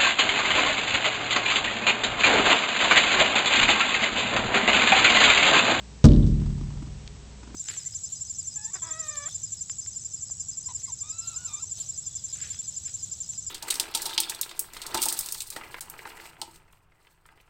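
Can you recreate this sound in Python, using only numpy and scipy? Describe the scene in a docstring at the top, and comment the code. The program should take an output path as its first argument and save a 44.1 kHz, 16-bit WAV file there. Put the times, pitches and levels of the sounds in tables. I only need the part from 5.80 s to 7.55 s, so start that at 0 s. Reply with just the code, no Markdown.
"""Quiet hum and hiss run throughout. At 0.24 s a snowball bursts on a large, close window pane
and briefly overloads the microphone. The snow smacks and crunches; the pane booms and rings on
in its low modes. Crumbs tick down the glass. From 0.6 s, soft handling knocks ring the camera's
case, each with a rustle; a second group follows at 1.6 s."""
import sys
import numpy as np
from scipy import signal
from scipy.fft import rfft, irfft
from scipy.io import wavfile

SR = 44100
rng = np.random.default_rng(int(sys.argv[2]) if len(sys.argv) > 2 else 0)


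def dump(signal):
    """Clip the signal to [-1, 1] and save it as 16-bit WAV at the path in sys.argv[1]."""
    limited = np.clip(np.atleast_2d(signal).T, -1, 1)
    pcm = np.round(limited * 32767).astype(np.int16)
    wavfile.write(sys.argv[1], SR, pcm)


N = 77175
T = np.arange(N) / SR
HIT_S = 0.2417
PUSH_S = HIT_S + 0.0003   # the ball's loose outside yields first
BANDWIDTH_HZ = 8300


def pane():
    """One push shoves the window in its frame; low modes build up, dense upper modes ring at once."""
    # damped motion of the whole window: (frequency [Hz], level [dB], t60 [s])
    shove_modes = [(73.2, -2, .17), (148, 8, 0.047)]
    # low bending modes: (frequency [Hz], level [dB], t60 [s])
    low_modes = [(23, -25, .8), (37.32, -24.5, 2.6), (44.04, -10.5, 1.56), (57.73, -18.5, 1.7),
                 (60, -19.5, 0.39), (72.8, -24, 1.6), (82.5, -19, 1.93), (96.4, -17, 1.3),
                 (101.3, -18, 1.1), (105.7, -28, 2.9), (116.6, -20, 1.69), (142.7, -14.5, 2.024),
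                 (155.9, -21.5, 1.47), (177.6, -22.5, 1.62), (185.7, -19.5, 1.57), (216.7, -15, 1.33),
                 (223.7, -1.5, 0.21), (245.9, -13, 0.76), (288.6, -18, 0.78), (300.9, -19.5, 0.88),
                 (327.3, -20.5, .33), (354.7, -24.5, 0.77), (375, -31, 1.48), (431.5, -33.5, 1.22),
                 (479, -31.5, 0.49), (462, -34.5, 0.53), (582, -21.5, 0.59), (620, -21, 0.31),
                 (900, -26.5, .4)]
    # upper mode heights: (frequency [Hz], level [dB])
    upper_spectrum = [(260, -26), (420, -33.5), (600, -42), (720, -47), (1000, -53), (1400, -60),
                      (2200, -56)]
    contact_s, build_up_s, upper_count = 0.001506, 0.015, 44
    force = push(PUSH_S, contact_s)
    shove = ring_alternating(force, shove_modes)
    build_up = np.clip((T - HIT_S) / build_up_s, 0, 1)   # bending waves return from the frame
    low = build_up * sum(from_db(db) * ring(force, hz, t60_s) for hz, db, t60_s in low_modes)
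    upper_hz = np.geomspace(upper_spectrum[0][0], upper_spectrum[-1][0], upper_count)
    upper_hz *= 1 + 0.015 * rng.standard_normal(upper_count)
    sharp_force = push(PUSH_S, contact_s / 4)
    upper = np.zeros(N)
    for hz, sign in zip(upper_hz, rng.choice([-1, 1], upper_count)):
        t60_s = 0.81 * (500 / hz) ** 0.35
        upper += sign * from_db(db_at(upper_spectrum, hz)) * ring(sharp_force, hz, t60_s)
    return shove + upper - low


def snowball():
    """The ball flattens with a dull smack, collapses in a lumpy crunch and leaves a tinkling spray."""
    # packed snow flattening: (frequency [Hz], relative density [dB])
    smack_spectrum = [(400, 3), (600, 9), (720, -3), (900, -2.5), (1300, -10.5), (2000, -21), (4000, -43)]
    # snow fracturing: (frequency [Hz], relative density [dB])
    crunch_spectrum = [(900, -18), (2000, -13), (3000, -3), (3800, 2.5), (5500, 0.5), (8000, -3)]
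    # fine snow showering: (frequency [Hz], relative density [dB])
    spray_spectrum = [(700, 10), (1400, 3.5), (2200, -9), (3000, -1), (3800, -1.5), (5000, -0.5),
                      (8000, -10.5)]
    lump_s, lump_spread_db = 0.0027, 2
    tinkle_hz, tinkle_width_hz = 3750, 350
    smack = from_db(-16) * envelope(PUSH_S, attack_s=0.002, t60_s=0.097)
    smack *= colour(rng.standard_normal(N), smack_spectrum)
    lumps = from_db(lump_spread_db * np.interp(T / lump_s, np.arange(N), rng.standard_normal(N)))
    crunch = from_db(-20) * lumps * envelope(HIT_S, attack_s=0.0004, hold_s=0.006, t60_s=0.058)
    crunch *= colour(grains(per_s=6000), crunch_spectrum)
    spray = from_db(-44.5) * envelope(HIT_S, attack_s=0.015, t60_s=1.0)
    spray *= colour(grains(per_s=9500), spray_spectrum)
    b, a = signal.iirpeak(tinkle_hz, tinkle_hz / tinkle_width_hz, fs=SR)
    tinkle = from_db(-54) * envelope(HIT_S, attack_s=0.015, hold_s=0.093, t60_s=0.32)
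    tinkle *= unit_rms(signal.lfilter(b, a, grains(per_s=220)))
    return smack + crunch + spray + tinkle


def crumbs():
    """Each crumb ticks on the glass: a short cluster of grains in one resonance."""
    # crumb impacts: (time [s], level [dB], pitch [Hz], bandwidth / pitch before the cap [-], t60 [s])
    ticks = [(.2862, -31, 3540, 0.54, 0.0085), (0.3105, -41, 3630, 0.61, .014),
             (0.3186, -31.5, 3400, 0.69, 0.0061), (.361, -43, 3300, 1.0, 0.034),
             (0.4267, -47, 3585, 0.17, 0.079), (0.465, -47.5, 4470, 1.39, 0.16),
             (.599, -47.5, 3700, 1.16, 0.032), (1.2759, -37, 2950, 2.8, 0.014)]
    out = np.zeros(N)
    for start_s, db, hz, width, t60_s in ticks:
        b, a = signal.iirpeak(hz, 1 / min(width, 2), fs=SR)
        grit = signal.lfilter(b, a, signal.lfilter(b, a, grains(per_s=7300)))
        out += from_db(db) * envelope(start_s, attack_s=0.00078, t60_s=t60_s) * unit_rms(grit)
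    return out


def handling_knocks():
    """Soft contacts ring the case briefly, each with a little rustle."""
    # touches on the case: (time [s], force level [dB], rustle level [dB])
    contacts = [(0.614, -44, -48.5), (.634, -48, -52), (.659, -57, -45.5), (0.702, -42, -50.5),
                (.777, -51.5, -51), (.809, -33, -49), (0.833, -47, -52), (0.868, -43, -58),
                (0.901, -48, -48.5), (.935, -44.5, -53), (.971, -57, -51), (1.021, -34.5, -47),
                (1.069, -41.5, -53), (1.63, -43, -46), (1.672, -46, -51), (1.701, -45.5, -53.5),
                (1.743, -35, -44.5)]
    # case resonances: (frequency [Hz], level [dB], t60 [s])
    case_modes = [(236.6, 5.5, 0.065), (319, 6.5, .05)]
    # rubbing noise: (frequency [Hz], relative density [dB])
    rustle_spectrum = [(400, -36), (700, 0), (1100, 1), (1700, -7), (2600, -13), (8000, -12.5)]
    force = sum(from_db(db) * push(start_s, length_s=0.002) for start_s, db, _ in contacts)
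    thuds = ring_alternating(force, case_modes)
    rubbing = sum(from_db(db) * envelope(start_s, attack_s=0.0027, t60_s=0.052)
                  for start_s, _, db in contacts)
    return thuds + rubbing * colour(rng.standard_normal(N), rustle_spectrum)


def hum_and_hiss():
    """Steady hum and a thin electronic whine over even hiss."""
    # hum and whine: (frequency [Hz], rms level [dB])
    tones = [(59.2, -45.5), (199.2, -59.5), (409, -63.5), (969, -72.5), (7731, -68), (8269, -75)]
    # noise floor: (frequency [Hz], relative density [dB])
    hiss_spectrum = [(47, -39.5), (80, -1.5), (135, -2), (173, -6), (206, -4), (231, -8), (333, -15),
                     (374, -13), (420, -14), (679, -18), (979, -20.5), (1260, -23.5), (8000, -24),
                     (10400, -72), (17600, -120)]
    hum = sum(np.sqrt(2) * from_db(db) * np.sin(2 * np.pi * (hz * T + rng.random())) for hz, db in tones)
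    return hum + from_db(-49.5) * colour(rng.standard_normal(N), hiss_spectrum)


def from_db(db):
    """Decibels to gain."""
    return 10 ** (np.asarray(db) / 20)


def unit_rms(x):
    """Scale to rms 1."""
    return x / np.sqrt(np.mean(x ** 2) + 1e-20)


def db_at(spectrum, hz):
    """Interpolate a spectrum on a log-frequency axis."""
    points_hz, points_db = np.transpose(spectrum)
    return np.interp(np.log(hz + 1e-3), np.log(points_hz), points_db)


def colour(noise, spectrum):
    """Shape noise to a spectrum, rolled off below its first point and cut at BANDWIDTH_HZ; rms 1."""
    hz = np.arange(N // 2 + 1) * SR / N
    edges = (hz < BANDWIDTH_HZ) * np.minimum(hz / spectrum[0][0], 1) ** 2
    return unit_rms(irfft(rfft(noise) * from_db(db_at(spectrum, hz)) * edges, N))


def envelope(start_s, attack_s, t60_s, hold_s=0):
    """Linear rise, hold, exponential fall."""
    age_s = T - start_s
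    falling_s = np.maximum(age_s - attack_s - hold_s, 0)
    return np.clip(age_s / attack_s, 0, 1) * np.exp(-np.log(1000) * falling_s / t60_s)


def push(start_s, length_s):
    """Half-sine contact force of unit area."""
    force = np.sin(np.pi * np.clip((T - start_s) / length_s, 0, 1))
    return force / (force.sum() + 1e-9)


def ring(force, hz, t60_s):
    """One mode: a unit impulse starts a decaying sine of height 1."""
    radius = np.exp(-np.log(1000) / (t60_s * SR))
    step_rad = 2 * np.pi * hz / SR
    return signal.lfilter([0, np.sin(step_rad)], [1, -2 * radius * np.cos(step_rad), radius ** 2],
                          force + 1e-18)


def ring_alternating(force, modes):
    """Sum of driven modes with alternating signs."""
    return sum((-1) ** k * from_db(db) * ring(force, hz, t60_s) for k, (hz, db, t60_s) in enumerate(modes))


def grains(per_s):
    """Tiny fractures of random size at random times."""
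    return (rng.random(N) < per_s / SR) * rng.standard_normal(N)


def scene():
    """All sources at one microphone."""
    return (pane() + snowball() + crumbs() + handling_knocks() + hum_and_hiss())[None]


def record(dry):
    """Band limit, hard clipping on the hit, then a final low-pass."""
    clip_level, cutoff_hz = 0.705, 15400
    narrow = signal.sosfilt(signal.ellip(8, 0.3, 60, BANDWIDTH_HZ, fs=SR, output="sos"), dry)
    clipped = np.clip(narrow, -clip_level, clip_level)
    return signal.sosfilt(signal.ellip(10, 0.1, 70, cutoff_hz, fs=SR, output="sos"), clipped)


dry = scene()
out = record(dry)
dump(out)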